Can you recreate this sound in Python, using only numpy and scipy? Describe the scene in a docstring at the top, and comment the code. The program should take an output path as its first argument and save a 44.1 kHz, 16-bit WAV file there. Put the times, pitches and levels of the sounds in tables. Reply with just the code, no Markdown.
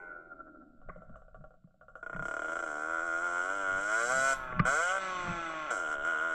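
"""On rough dirt, a small two-stroke motorbike is heard from a microphone carried by its rider.
It coasts down to a popping idle, stumbles into life, revs up twice and coasts after each,
then pulls away in a higher gear. Each firing is a pressure step that rings the exhaust and rattles the
casing; ruts and knocks shake the microphone mount, and shaped noise makes the air that buffets it."""
import sys
import numpy as np
from scipy import signal
from scipy.fft import rfft, irfft
from scipy.io import wavfile
from scipy.ndimage import uniform_filter1d

SR = 44100
rng = np.random.default_rng(int(sys.argv[2]) if len(sys.argv) > 2 else 0)


def unload_audio(sound):
    """Save the sound as a 16-bit wav file, at the path given as the first command line argument."""
    columns = np.transpose(np.atleast_2d(sound))
    # keep every value between -1 and 1, then stretch to whole-number steps
    steps = np.round(np.clip(columns, -1, 1) * 32767)
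    wavfile.write(sys.argv[1], SR, steps.astype(np.int16))


N = 279594
TIME = np.arange(N) / SR

# In every table of resonances, each row: pitch in Hz, width in Hz, strength in dB beside the other rows.

# The open throttle, one list for each pull.
# Each row: time in seconds, exhaust bark in dB before its trim, casing rattle in dB before its trim,
# crack of the exhaust port in dB.
THROTTLE_PULLS = [
    [(2.03, -45.5, -79, -82), (2.16, -45, -74.5, -73), (2.2, -41.5, -73, -75), (2.26, -40.5, -60, -64),
     (2.45, -40, -61.5, -63), (2.57, -39.5, -57, -61.5), (2.77, -43, -59, -67.5), (2.92, -39.5, -60, -77),
     (3.36, -37.5, -54, -59), (3.59, -40, -55.5, -57), (3.7, -41.5, -57.5, -57.5), (4.0, -35.5, -44, -56),
     (4.07, -33.5, -42.5, -55), (4.12, -32.5, -41.5, -56), (4.33, -31.5, -40.5, -52)],
    [(4.652, -30.5, -55, -51), (4.666, -33, -43.5, -50), (4.754, -31.5, -42.5, -59), (4.9, -34, -46, -45),
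     (4.98, -34.5, -51.5, -62)],
    [(5.707, -33.5, -45.5, -56), (5.78, -39, -51, -58), (5.861, -39, -58.5, -56),
     (5.937, -40.5, -54.5, -55), (5.97, -41.5, -69, -60), (6.038, -40.5, -65, -54), (6.05, -33.5, -56, -55),
     (6.15, -36, -60, -53.5), (6.3, -37, -60.5, -56), (6.34, -34.5, -58, -58)],
]
# Turns that fire weakly: stumbling into life, and breaking up at top revs.
# Each row: start in seconds, end in seconds, one turn in this many misfires, which turn of the group, change in dB.
MISFIRES = [(2, 2.41, 2, 1, -20), (2.41, 2.53, 3, 0, -5), (2.53, 2.66, 3, 0, -14), (4.925, 5.02, 3, 0, -9)]
# The bark swells or sags as harmonics of the revs move across the silencer's resonance.
# Each row: time in seconds, change in dB, half length in seconds.
BARK_SWELLS = [(2.56, 1, .02), (2.83, 2, .02), (3.05, -1.5, .035), (3.2, -2.5, 0.018), (3.305, -1.5, .02),
               (3.44, -0.5, 0.018), (2.96, 3, 0.056), (3.135, 3, 0.049), (3.26, 2.5, 0.038),
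               (3.39, 3, 0.04), (3.51, 2.5, 0.037), (3.71, 7.5, 0.091), (3.945, 5, 0.076),
               (4.072, -6, 0.016), (4.28, 2, 0.027), (4.685, 3.5, .02), (5.81, 1, .025),
               (5.925, 5.5, 0.021), (6.14, 1.5, 0.028), (6.18, -0.5, 0.015), (6.21, 1.5, 0.017),
               (6.258, 2.5, 0.032)]
# The pipe booms as the revs bring it into tune. Each row: turns per second in Hz, boom in dB.
PIPE_TUNE = [(55, -53), (72, -44.5), (100, -42), (118, -38), (131, -35), (150, -37.5), (190, -38)]
# How loudly the silencer's shell sings. Each row: time in seconds, level in dB.
SHELL_LEVEL = [(2.03, -60), (2.35, -51), (2.7, -47), (3.2, -42), (3.9, -49), (4.15, -48), (5.7, -45),
               (6.0, -47), (6.1, -42), (6.34, -51)]
# Resonances of the exhaust pipe, the airbox, the silencer and the silencer's shell.
PIPE = [(480, 110, 14.5), (580.4, 45, 13), (662, 77, 18.5), (633, 420, 1), (750, 90, 9), (889, 114, 4)]
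AIRBOX = [(322, 98.5, -1), (456.4, 132, -2)]
SILENCER = [(975, 117, -1.5), (1043, 35, 2), (1108, 95, 2), (1284, 214, 0), (1330, 25, -17.5),
            (1399.6, 112, 9), (1511, 145, 0), (1743, 313, -10), (1730, 580, -33)]
SHELL = [(1408, 98, -0.5), (1453, 210, -13)]
# Resonances of gas in the ports, the crack of the opening port, the cooling fins and the engine casing.
PORTS = [(2004, 196, 2), (2202, 128, 0.5), (2425, 83, 0), (2544, 260, -8.5), (2890, 328, -8),
         (3122, 95, -6.5), (3376, 200, -8), (3610, 180, -15.5)]
CRACK = [(2470, 180, -1.5), (2929, 460, 1.5), (3124, 240, -3.5), (3400, 470, -4.5), (3834, 260, -15.5)]
FINS = [(3973, 89, 0.5), (4200, 900, -17), (4340, 72, -2), (4895, 110, 2.5), (4850, 900, -12)]
CASING = [(3930, 320, -26), (4670, 150, -27.5), (5470, 1600, -27), (5525, 68, -13.5), (6130, 1000, -18.5),
          (6350, 60, -9), (7140, 1100, -18.5), (7365, 180, -8), (7730, 430, -12.5), (8520, 120, -15),
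          (8810, 1100, -23.5), (10200, 2300, -45)]
SPLUTTER_END_S = 2.66
SMOOTH_HZ = 121  # the firings are more even above this many turns a second
SCATTER_DB, SMOOTH_SCATTER_DB = 0.6, 0.4  # spread of the firings below and above that speed
BARK_TRIM_DB, RATTLE_TRIM_DB = 2, -0.5
RASP_DB, RASP_DB_PER_OCTAVE = -52, 4  # at 100 turns a second, bark -35 and rattle -55 before trims
RASP_PER_BARK, RASP_PER_RATTLE = 0.85, 0.15  # dB of rasp per dB of each
FINS_DB, FINS_PER_RATTLE = -55.5, 1.54  # level at a rattle of -41 before its trim, and dB per dB of rattle


def pulling(times, number):
    """Open throttle: firings ring pipe and silencer, gas cracks and rasps in the ports, metal rattles."""
    speed = crank_hz()
    chosen = [(start_s < times) & (times < end_s) for start_s, end_s, *_ in MISFIRES]
    losses = [db * (number % every == turn) for _, _, every, turn, db in MISFIRES]
    loss_db = np.select(chosen, losses)
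    scatter_db = np.where(np.interp(times, TIME, speed) < SMOOTH_HZ, SCATTER_DB, SMOOTH_SCATTER_DB)
    # burnt gas left in the cylinder makes strong and weak firings come in runs
    chance = rng.standard_normal(2 ** 10)
    luck = .7 * chance + .55 * np.roll(chance, 1) + .4 * np.roll(chance, 2)
    kicks = pulses(times, amp(loss_db + luck[:len(times)] * scatter_db))

    # unburnt mixture makes the exhaust splutter at first
    splutter = (TIME < SPLUTTER_END_S) * gas(kicks, decay_s=.012, rough=.3)
    exhaust = ground(kicks + gas(kicks, decay_s=.018, rough=.16) + splutter)
    # the airbox drones at low revs and fades as the engine spins up
    drone_db = -5.5 - 14 * np.clip(speed / 90 - 1, 0, 1)
    boom = steady(ring(exhaust, PIPE)) + amp(drone_db) * steady(ring(exhaust, AIRBOX))
    bark = steady(drifting(reflect(exhaust), SILENCER, heat()), size=2000)
    shell = steady(drifting(exhaust + gas(kicks, decay_s=.02, rough=.46), SHELL, heat()))

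    port_force = clatter(kicks, decay_s=.006, share=.7) + gas(kicks, decay_s=.007, rough=.45)
    rasp = steady(ring(port_force, PORTS))
    crack = steady(ring(kicks + gas(kicks, decay_s=.006, rough=.6), CRACK))
    fin_force = clatter(kicks, decay_s=.006, share=1) + gas(kicks, decay_s=.01, rough=.5)
    fins = steady(ring(fin_force, FINS))
    casing_force = clatter(kicks, decay_s=.018, share=3.1) + gas(kicks, decay_s=.02, rough=2.6)
    rattle = steady(ring(casing_force, CASING))
    hiss_modes = [(10200, 2000, 0), (12400, 3000, -2)]
    hiss = steady(ring(gas(kicks, decay_s=.0089, rough=1), hiss_modes))

    boom_db = np.interp(speed, *np.transpose(PIPE_TUNE))
    swell_db = swells(BARK_SWELLS)
    shell_db = curves(SHELL_LEVEL)[0]
    out = 0
    for table in THROTTLE_PULLS:
        start_s, end_s = table[0][0], table[-1][0]
        bark_db, rattle_db, crack_db = curves(table)
        bark_db = bark_db + swell_db
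        rasp_db = RASP_DB + RASP_DB_PER_OCTAVE * np.log2(speed / 100)
        rasp_db = rasp_db + RASP_PER_BARK * (bark_db + 35) + RASP_PER_RATTLE * (rattle_db + 55)
        fins_db = FINS_DB + FINS_PER_RATTLE * (rattle_db + 41)
        # high hiss, its level set by a steep, capped rule from the rattle level
        hiss_db = np.minimum(-73 + 1.9 * (rattle_db + 45), -62)
        mix = amp(bark_db + BARK_TRIM_DB) * bark + amp(boom_db) * boom + amp(rasp_db) * rasp
        mix = mix + amp(rattle_db + RATTLE_TRIM_DB) * rattle + amp(crack_db) * crack
        mix = mix + amp(shell_db) * shell + amp(fins_db) * fins
        out = out + during(start_s, end_s, rise_s=.0015, fade_s=.015) * mix
        out = out + during(start_s, end_s, rise_s=.002, fade_s=.064) * amp(hiss_db) * hiss
    return out


# How fast the crankshaft turns before the flares are added. Each row: time in seconds, turns per second in Hz.
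CRANK_SPEED = [(0.0, 89.26), (0.841, 69.663), (2.002, 54.22), (2.594, 86.73), (2.708, 74.3), (3.765, 95.7),
               (4.064, 120.7), (4.13, 131.2), (4.296, 135.6), (4.645, 120), (4.818, 170.5), (4.95, 193.9),
               (5.655, 152.9), (5.759, 94.94), (5.897, 68.8), (6.34, 79.8)]
# The rear wheel loses grip and the revs flare briefly.
# Each row: time in seconds, rise in Hz, half length in seconds.
GRIP_FLARES = [(2.924, 4.03, 0.066), (3.045, 4.7, 0.033), (3.239, 3.26, 0.038), (3.551, 7.7, 0.092),
               (5.911, 8.5, 0.033), (6.087, 11.9, 0.048), (6.253, 5.5, 0.052)]


def crank_hz():
    """Crankshaft speed, with its flares."""
    return curves(CRANK_SPEED)[0] + swells(GRIP_FLARES)


PULL_START_S = 2.027  # the turns are counted from here


def crank(jitter_turns):
    """Moments at which the exhaust port opens, once a turn, and the count of each turn."""
    turns = np.cumsum(crank_hz()) / SR
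    turns -= np.interp(PULL_START_S, TIME, turns)
    number = np.arange(np.ceil(turns[0]), turns[-1])
    jitter = jitter_turns * rng.standard_normal(2 ** 10)[:len(number)]
    return np.interp(number + jitter, turns, TIME), number


# Pressure waves coming back along the exhaust. Each row: delay in seconds, share of the first wave.
PIPE_RETURNS = [(.00071, .3), (.00142, .3), (.00213, .15)]


def reflect(x):
    """The pressure wave comes back several times along the pipe."""
    return x + sum(share * np.interp(TIME - lag_s, TIME, x, left=0) for lag_s, share in PIPE_RETURNS)


# Hotter gas carries sound faster and lifts resonances of the exhaust. Each row: time in seconds, rise in percent.
GAS_HEAT = [(0, 6.5), (.35, -0.5), (2.0, 1.5), (3.35, 0), (3.75, 1.5), (4.05, 4.5), (4.3, 1.4), (4.8, 2.5),
            (5.75, 0.5), (6.34, 2.05)]


def heat():
    """Pitch ratio of the resonances that follow the heat of the gas."""
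    return 1 + curves(GAS_HEAT)[0] / 100


# The echo off the ground moves with the suspension. Each row: time in seconds, delay in seconds before sway.
GROUND_LAG = [(2.0, 0.0047), (3.2, 0.0056), (3.9, 0.00482), (4.15, .00523), (4.7, .0052), (5.4, 0.0053),
              (6.1, 0.0049)]
GROUND_SWAY_S, GROUND_SHARE = .00009, 0.35  # random sway of the delay, and strength of the echo


def ground(x):
    """The echo off the ground shifts as the bike bounces, so single harmonics come and go."""
    lag_s = curves(GROUND_LAG)[0] + GROUND_SWAY_S * gusts(count=40)
    return x + GROUND_SHARE * np.interp(TIME - lag_s, TIME, x, left=0)


# The throttle is shut and the engine spins down.
# Each row: start in seconds, end in seconds, whirr in dB at the start, then beside the whirr: bright edge in dB
# and rattle in dB at the start; how fast the rattle fades against the whirr in dB per second;
# and chain slap in dB beside the whirr.
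OVERRUNS = [(4.344, 4.684, -40, -18.5, -18.5, 93, -21), (5.019, 5.705, -36, -12.5, -16.5, 9.5, -14.5)]
# Resonances of the crankcase.
CRANKCASE = [(171, 770, -8), (320, 96, 4), (530, 300, -10), (640, 220, 6.5), (862, 148, 5.5),
             (1086, 71, 15.5), (1383.6, 292, 13), (1674, 200, 1), (1465, 250, -15.5), (650, 70, -0.5)]
WHIRR_FADE_DB_PER_S = 4.5  # the whole overrun fades at this rate


def overrun(times, number):
    """Shut throttle at speed: the piston pumps without firing and the crankcase whirrs."""
    # with no load the crank wobbles against the slack chain
    times = times + .000016 * rng.standard_normal(2 ** 10)[:len(times)]
    # every other turn is weaker
    uneven_db = -1.6 * (number % 2) + 0.76 * rng.standard_normal(2 ** 10)[:len(times)]
    kicks = pulses(times, amp(uneven_db))
    pumping = ground(kicks + gas(kicks, decay_s=.008, rough=.48))
    # the small crankcase radiates no deep bass
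    no_bass = signal.butter(4, 145, "high", fs=SR, output="sos")
    whirr = steady(signal.sosfilt(no_bass, ring(pumping, CRANKCASE)))
    edge_force = clatter(pumping, decay_s=.004, share=.6) + gas(kicks, decay_s=.012, rough=.95)
    edge = steady(ring(edge_force, PORTS))
    chain = [(3630, 2250, -6.5), (5470, 1000, -14), (6030, 1000, -4.5),
             (7410, 280, -2), (7850, 30, 2), (8570, 770, -17.5)]
    chain_force = clatter(kicks, decay_s=.012, share=2) + gas(kicks, decay_s=.024, rough=2.8)
    rattle = steady(ring(chain_force, chain))
    out = 0
    for start_s, end_s, whirr_db, edge_db, rattle_db, fade_db_per_s, slap_db in OVERRUNS:
        age_s = np.maximum(TIME - start_s, 0)
        mix = whirr + amp(edge_db) * edge + amp(slap_db) * slaps()
        mix = mix + amp(rattle_db - fade_db_per_s * age_s) * rattle
        level = amp(whirr_db - WHIRR_FADE_DB_PER_S * age_s)
        out = out + during(start_s, end_s, rise_s=.036, fade_s=.0098) * level * mix
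    return out


# Resonances of the guide that the slack chain hits.
CHAIN_GUIDE = [(2034, 110, 2.5), (2030, 650, -12), (2400, 120, -0.5), (2576, 130, -2), (3040, 140, -19)]


def slaps(count=1200):
    """The slack chain slaps its guide at random, with a spread of 1 dB."""
    times = rng.random(count) * TIME[-1]
    sizes = amp(1 * rng.standard_normal(count))
    return steady(ring(pulses(times, sizes), CHAIN_GUIDE), size=5000)


# Unfired puffs while coasting down to idle. Each row: time in seconds, bark in dB before weak burns.
COAST_BARK = [(0, -50), (.16, -45), (.22, -55), (.76, -72), (.93, -61), (1.4, -75.5), (1.77, -90),
              (2.03, -58)]
# Half-lit turns that swell the puffs. Each row: time in seconds, rise in dB.
WEAK_BURNS = [(.325, 11.5), (0.406, 15), (0.482, 13.5), (.557, 11.5), (0.622, 11), (1.15, 14)]
# How loudly the tyre knobs hum. Each row: time in seconds, level in dB.
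TYRE_LEVEL = [(0, -59.5), (.3, -62), (.6, -56), (1.0, -76.5), (2.0, -93)]
# Resonances that slow gas rings in the exhaust: the bark and the boom.
IDLE_BARK = [(1200, 340, -11), (1386, 530, -11), (1386, 173, 3.5)]
IDLE_BOOM = [(553, 238, -3), (635, 73, 3), (740.5, 85, -4)]
# Resonances of loose plastic panels.
PANELS = [(1140, 300, 4), (1760, 360, -2), (2060, 300, 0)]
WEAK_BURN_S = 0.02  # half length
COAST_BOOM_DB, COAST_BOOM_SHARE = -55.5, 0.64  # boom at a bark of -46 dB, and dB per dB of bark
COAST_RASP_DB, COAST_RASP_FADE_DB_PER_S = -54, 72  # gas rasp dies away as the revs fall
CHAIN_DB = -95.5  # faint hiss of the chain
TYRE_HZ, TYRE_WIDTH_HZ, TYRE_FALL_OCTAVES_PER_S = 395, 177, 0.76  # starting pitch, falling as the bike slows
JOLT_S, JOLT_DB, JOLT_FADE_S = .9, -64.5, 0.071  # a hard rut sets loose panels chattering


def coasting(times):
    """Slow unfired puffs pass through the exhaust, and the tyre knobs hum over the ground."""
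    kicks = pulses(times, amp(1.1 * rng.standard_normal(2 ** 10)[:len(times)]))
    puffs = clatter(kicks, decay_s=.02, share=.8) + gas(kicks, decay_s=.03, rough=.65)
    bark = steady(drifting(reflect(puffs), IDLE_BARK, heat()))
    boom = steady(ring(puffs, IDLE_BOOM))
    rasp_modes = [(960, 990, 15), (2070, 420, 12), (2960, 800, -19), (7400, 7200, -25)]
    rasp = steady(ring(clatter(puffs, decay_s=.028, share=.52), rasp_modes))
    tyre_ratio = 2 ** (-TYRE_FALL_OCTAVES_PER_S * np.minimum(TIME, PULL_START_S))
    tyre = steady(drifting(noise(), [(TYRE_HZ, TYRE_WIDTH_HZ, 0)], tyre_ratio))
    chain = steady(ring(noise(), [(3330, 6400, -1), (7450, 1400, -0.24)]))
    panels = during(JOLT_S, JOLT_S, rise_s=.004, fade_s=JOLT_FADE_S) * steady(ring(noise(), PANELS))

    bark_db = curves(COAST_BARK)[0] + swells([(s, db, WEAK_BURN_S) for s, db in WEAK_BURNS])
    boom_db = COAST_BOOM_DB + COAST_BOOM_SHARE * (bark_db + 46)
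    rasp_db = COAST_RASP_DB - COAST_RASP_FADE_DB_PER_S * TIME
    mix = amp(bark_db) * bark + amp(boom_db) * boom + amp(rasp_db) * rasp
    mix = mix + amp(curves(TYRE_LEVEL)[0]) * tyre + amp(CHAIN_DB) * chain + amp(JOLT_DB) * panels
    return during(0, PULL_START_S, rise_s=.01, fade_s=.00606) * mix


# Single firings at idle.
# Each row: time in seconds, silencer bark peak in dB before the trim, pipe boom peak in dB before the trim.
IDLE_POPS = [(0.8155, -58, -56.5), (0.8873, -48.5, -41.5), (0.9594, -52.5, -47), (1.0196, -52.5, -48.5),
             (1.0941, -55.5, -53), (1.157, -44.5, -50), (1.2186, -56, -55), (1.281, -61, -54),
             (1.3447, -50.5, -47.5), (1.4087, -62, -58), (1.4402, -51, -47), (1.5063, -60.5, -56),
             (1.5398, -61, -57), (1.6736, -73, -65), (1.7075, -75, -75), (1.7419, -76, -64),
             (1.8112, -53, -54.5), (1.8822, -49.5, -53), (1.954, -40, -48.5)]
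POP_TRIM_DB = 3.5  # raises bark and boom
POP_BUZZ_DB, POP_BUZZ_S = -33, .06  # casing buzz beside the bark before its trim, and its decay


def pops(size=4096):
    """Stray firings at idle: a crack and a puff of gas through the whole exhaust, and a buzz of the casing."""
    out, t = np.zeros(N), TIME[:size]
    for s, bark_db, boom_db in IDLE_POPS:
        push = (t == 0) + 0.05 * rng.standard_normal(size) * np.exp(-t / 0.019)
        bark = ring(push, IDLE_BARK + [(1146, 81, -1)]) + amp(-35) * ring(push, CRACK)
        boom = ring(push, IDLE_BOOM) + amp(-17) * ring(push, AIRBOX)
        buzz = ring(rng.standard_normal(size) * np.exp(-t / POP_BUZZ_S), CASING)
        add(out, s, peak(bark, bark_db + POP_TRIM_DB))
        add(out, s, peak(boom, boom_db + POP_TRIM_DB))
        add(out, s, peak(buzz, bark_db + POP_BUZZ_DB))
    return out


# Ruts that jolt the microphone; the last column is played by the wind.
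# Each row: time in seconds, rumble of the mount in dB, rumble decay in seconds, air buffet in dB.
RUT_JOLTS = [(0.888, -57, 0.017, -43.5), (0.987, -52, 0.022, -69), (1.104, -50.5, 0.018, -57),
             (1.162, -65, 0.0041, -49), (1.413, -52.5, 0.022, -49.5), (2.206, -43, 0.032, -43.5),
             (3.747, -54, 0.044, -50), (4.178, -49, 0.059, -55), (4.392, -63, 0.032, -46.5),
             (4.606, -34.5, 0.042, -36), (5.298, -37, 0.034, -44), (5.997, -69.5, 0.23, -51)]
# Suspension knocks. Each row: time in seconds, clack peak in dB, top of the clack in Hz, thud peak in dB.
KNOCKS = [(0.892, -36.5, 1580, -47), (1.637, -69, 1200, -47), (2.143, -42, 2580, -37),
          (4.521, -30, 1848, -54), (4.593, -17.5, 6000, -18), (5.27, -30.5, 1700, -32)]
# Resonances of the microphone's mount and housing.
MOUNT = [(132, 55, -9), (171.6, 56, -3.5), (235, 160, -19.5)]
HOUSING = [(457, 330, -5.5), (1170, 230, 6), (1517, 400, -1.5), (2030, 500, 0), (2300, 920, -9.5),
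           (4530, 2100, -32.5)]


def ruts(size=4096):
    """The microphone mount rumbles over ruts; at the knocks the suspension clacks and the mount thuds."""
    shake = sum(amp(db) * np.exp(-np.abs(TIME - s) / length_s) for s, db, length_s, _ in RUT_JOLTS)
    # a faint rumble stays between the ruts
    out = (shake + amp(-72)) * steady(ring(noise(), MOUNT), size=700)
    t = TIME[:size]
    for s, clack_db, top_hz, thud_db in KNOCKS:
        # a contact that builds over a few milliseconds, then loose parts buzzing briefly
        shape = (t / 0.004) ** 3 * np.exp(-t / 0.0018) + 0.004 * np.exp(-t / 0.035)
        contact = shape * rng.standard_normal(size)
        contact = signal.sosfilt(signal.butter(4, top_hz, fs=SR, output="sos"), contact)
        add(out, s - .002, peak(ring(contact, HOUSING), clack_db))
        add(out, s + .0054, peak(response(MOUNT), thud_db))
    return out


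# Low resonances that shape the moving air.
BUFFET = [(14.1, 63, -1), (37.5, 9.1, -8.5), (97, 86, -19)]
BUFFET_S, BREEZE_DB, GUST_DB = 0.046, -63.5, 3  # decay of a buffet; level and swing of the air between ruts


def wind():
    """Air buffets the microphone at every jolt, over a light breeze and a faint hiss."""
    jolts = sum(amp(db) * np.exp(-np.abs(TIME - s) / BUFFET_S) for s, _, _, db in RUT_JOLTS)
    breeze = amp(BREEZE_DB + GUST_DB * gusts())
    air = steady(ring(noise(), BUFFET), size=5000)
    return (jolts + breeze) * air + amp(-100) * noise()


def gusts(count=30):
    """Slow random swing to either side of zero, spread near 1."""
    return np.interp(TIME, np.linspace(0, TIME[-1], count), rng.standard_normal(count))


def pulses(times, sizes):
    """Short pressure kicks, each shared between two neighbouring samples."""
    place = np.clip(times * SR, 0, N - 2)
    i = place.astype(int)
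    later = place - i
    return np.bincount(i, sizes * (1 - later), N) + np.bincount(i + 1, sizes * later, N)


def gas(kicks, decay_s, rough):
    """A dying puff of turbulence after each pulse; successive puffs add in power."""
    keep = np.exp(-2 / (decay_s * SR))
    power = signal.lfilter([1 - keep], [1, -keep], kicks)
    return rough * np.sqrt(power) * noise()


def clatter(kicks, decay_s, share, size=2048):
    """Scattering in pipes and metal: the same dense tail after every pulse."""
    tail = rng.standard_normal(size) * np.exp(-TIME[:size] / decay_s)
    return kicks + share * signal.fftconvolve(kicks, tail / np.linalg.norm(tail))[:N]


def response(modes, size=8192):
    """Impulse response of steep-sided resonances, with its energy as early as possible."""
    f = np.arange(size // 2 + 1) * SR / size
    # each resonance alone is 9 dB down at the edges of its width
    power = sum(amp(db) ** 2 / (1 + (2 * (f - hz) / width) ** 2) ** 3 for hz, width, db in modes)
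    # folding the cepstrum forward in time lets nothing sound before the blow
    cepstrum = irfft(np.log(power) / 2)
    cepstrum[1:size // 2] *= 2
    cepstrum[size // 2 + 1:] = 0
    return irfft(np.exp(rfft(cepstrum)))


def ring(x, modes):
    """Pass a force through resonances."""
    return signal.fftconvolve(x, response(modes))[:len(x)]


def drifting(x, modes, ratio):
    """Pass a force through resonances whose pitch moves by a ratio, on a clock that runs faster or slower."""
    clock = np.cumsum(ratio)
    ticks = np.arange(int(clock[-1]) + 2)
    rung = ring(np.interp(ticks, clock, x), modes)
    return np.interp(clock, ticks, rung)


def steady(x, size=3000):
    """Unit level over a few engine turns, leaving single firings uneven."""
    power = uniform_filter1d(uniform_filter1d(x ** 2, size), size)
    return x / np.sqrt(np.maximum(power, 0) + 1e-6 * np.mean(x ** 2))


def amp(db):
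    """Decibels to gain."""
    return 10 ** (np.asarray(db) / 20)


def curves(table):
    """Each column of a timed table, joined by straight lines."""
    s, *columns = np.transpose(table)
    return [np.interp(TIME, s, c) for c in columns]


def swells(table):
    """Sum of smooth humps, each with a time, height and half length."""
    return sum(height * np.exp(-((TIME - s) / length_s) ** 2) for s, height, length_s in table)


def during(start_s, end_s, rise_s, fade_s):
    """One between two times, rising before and fading after."""
    before, after = (TIME - start_s) / rise_s, (end_s - TIME) / fade_s
    return np.exp(np.minimum(0, np.minimum(before, after)))


def peak(x, db):
    """Scale to a peak level."""
    return x * amp(db) / np.abs(x).max()


def noise():
    """White noise."""
    return rng.standard_normal(N)


def add(out, s, x):
    """Mix a short sound in at a time."""
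    i = int(s * SR)
    out[i:i + len(x)] += x[:N - i]


def scene():
    """Engine, ground and air at the microphone."""
    times, number = crank(jitter_turns=.0009)
    engine = pulling(times, number) + overrun(times, number) + coasting(times) + pops()
    return (engine + ruts() + wind())[None]


def record(dry):
    """The microphone cuts the treble steeply above 15500 Hz."""
    return signal.sosfilt(signal.ellip(8, .2, 70, 15500, fs=SR, output="sos"), dry)


dry = scene()
out = record(dry)
unload_audio(out)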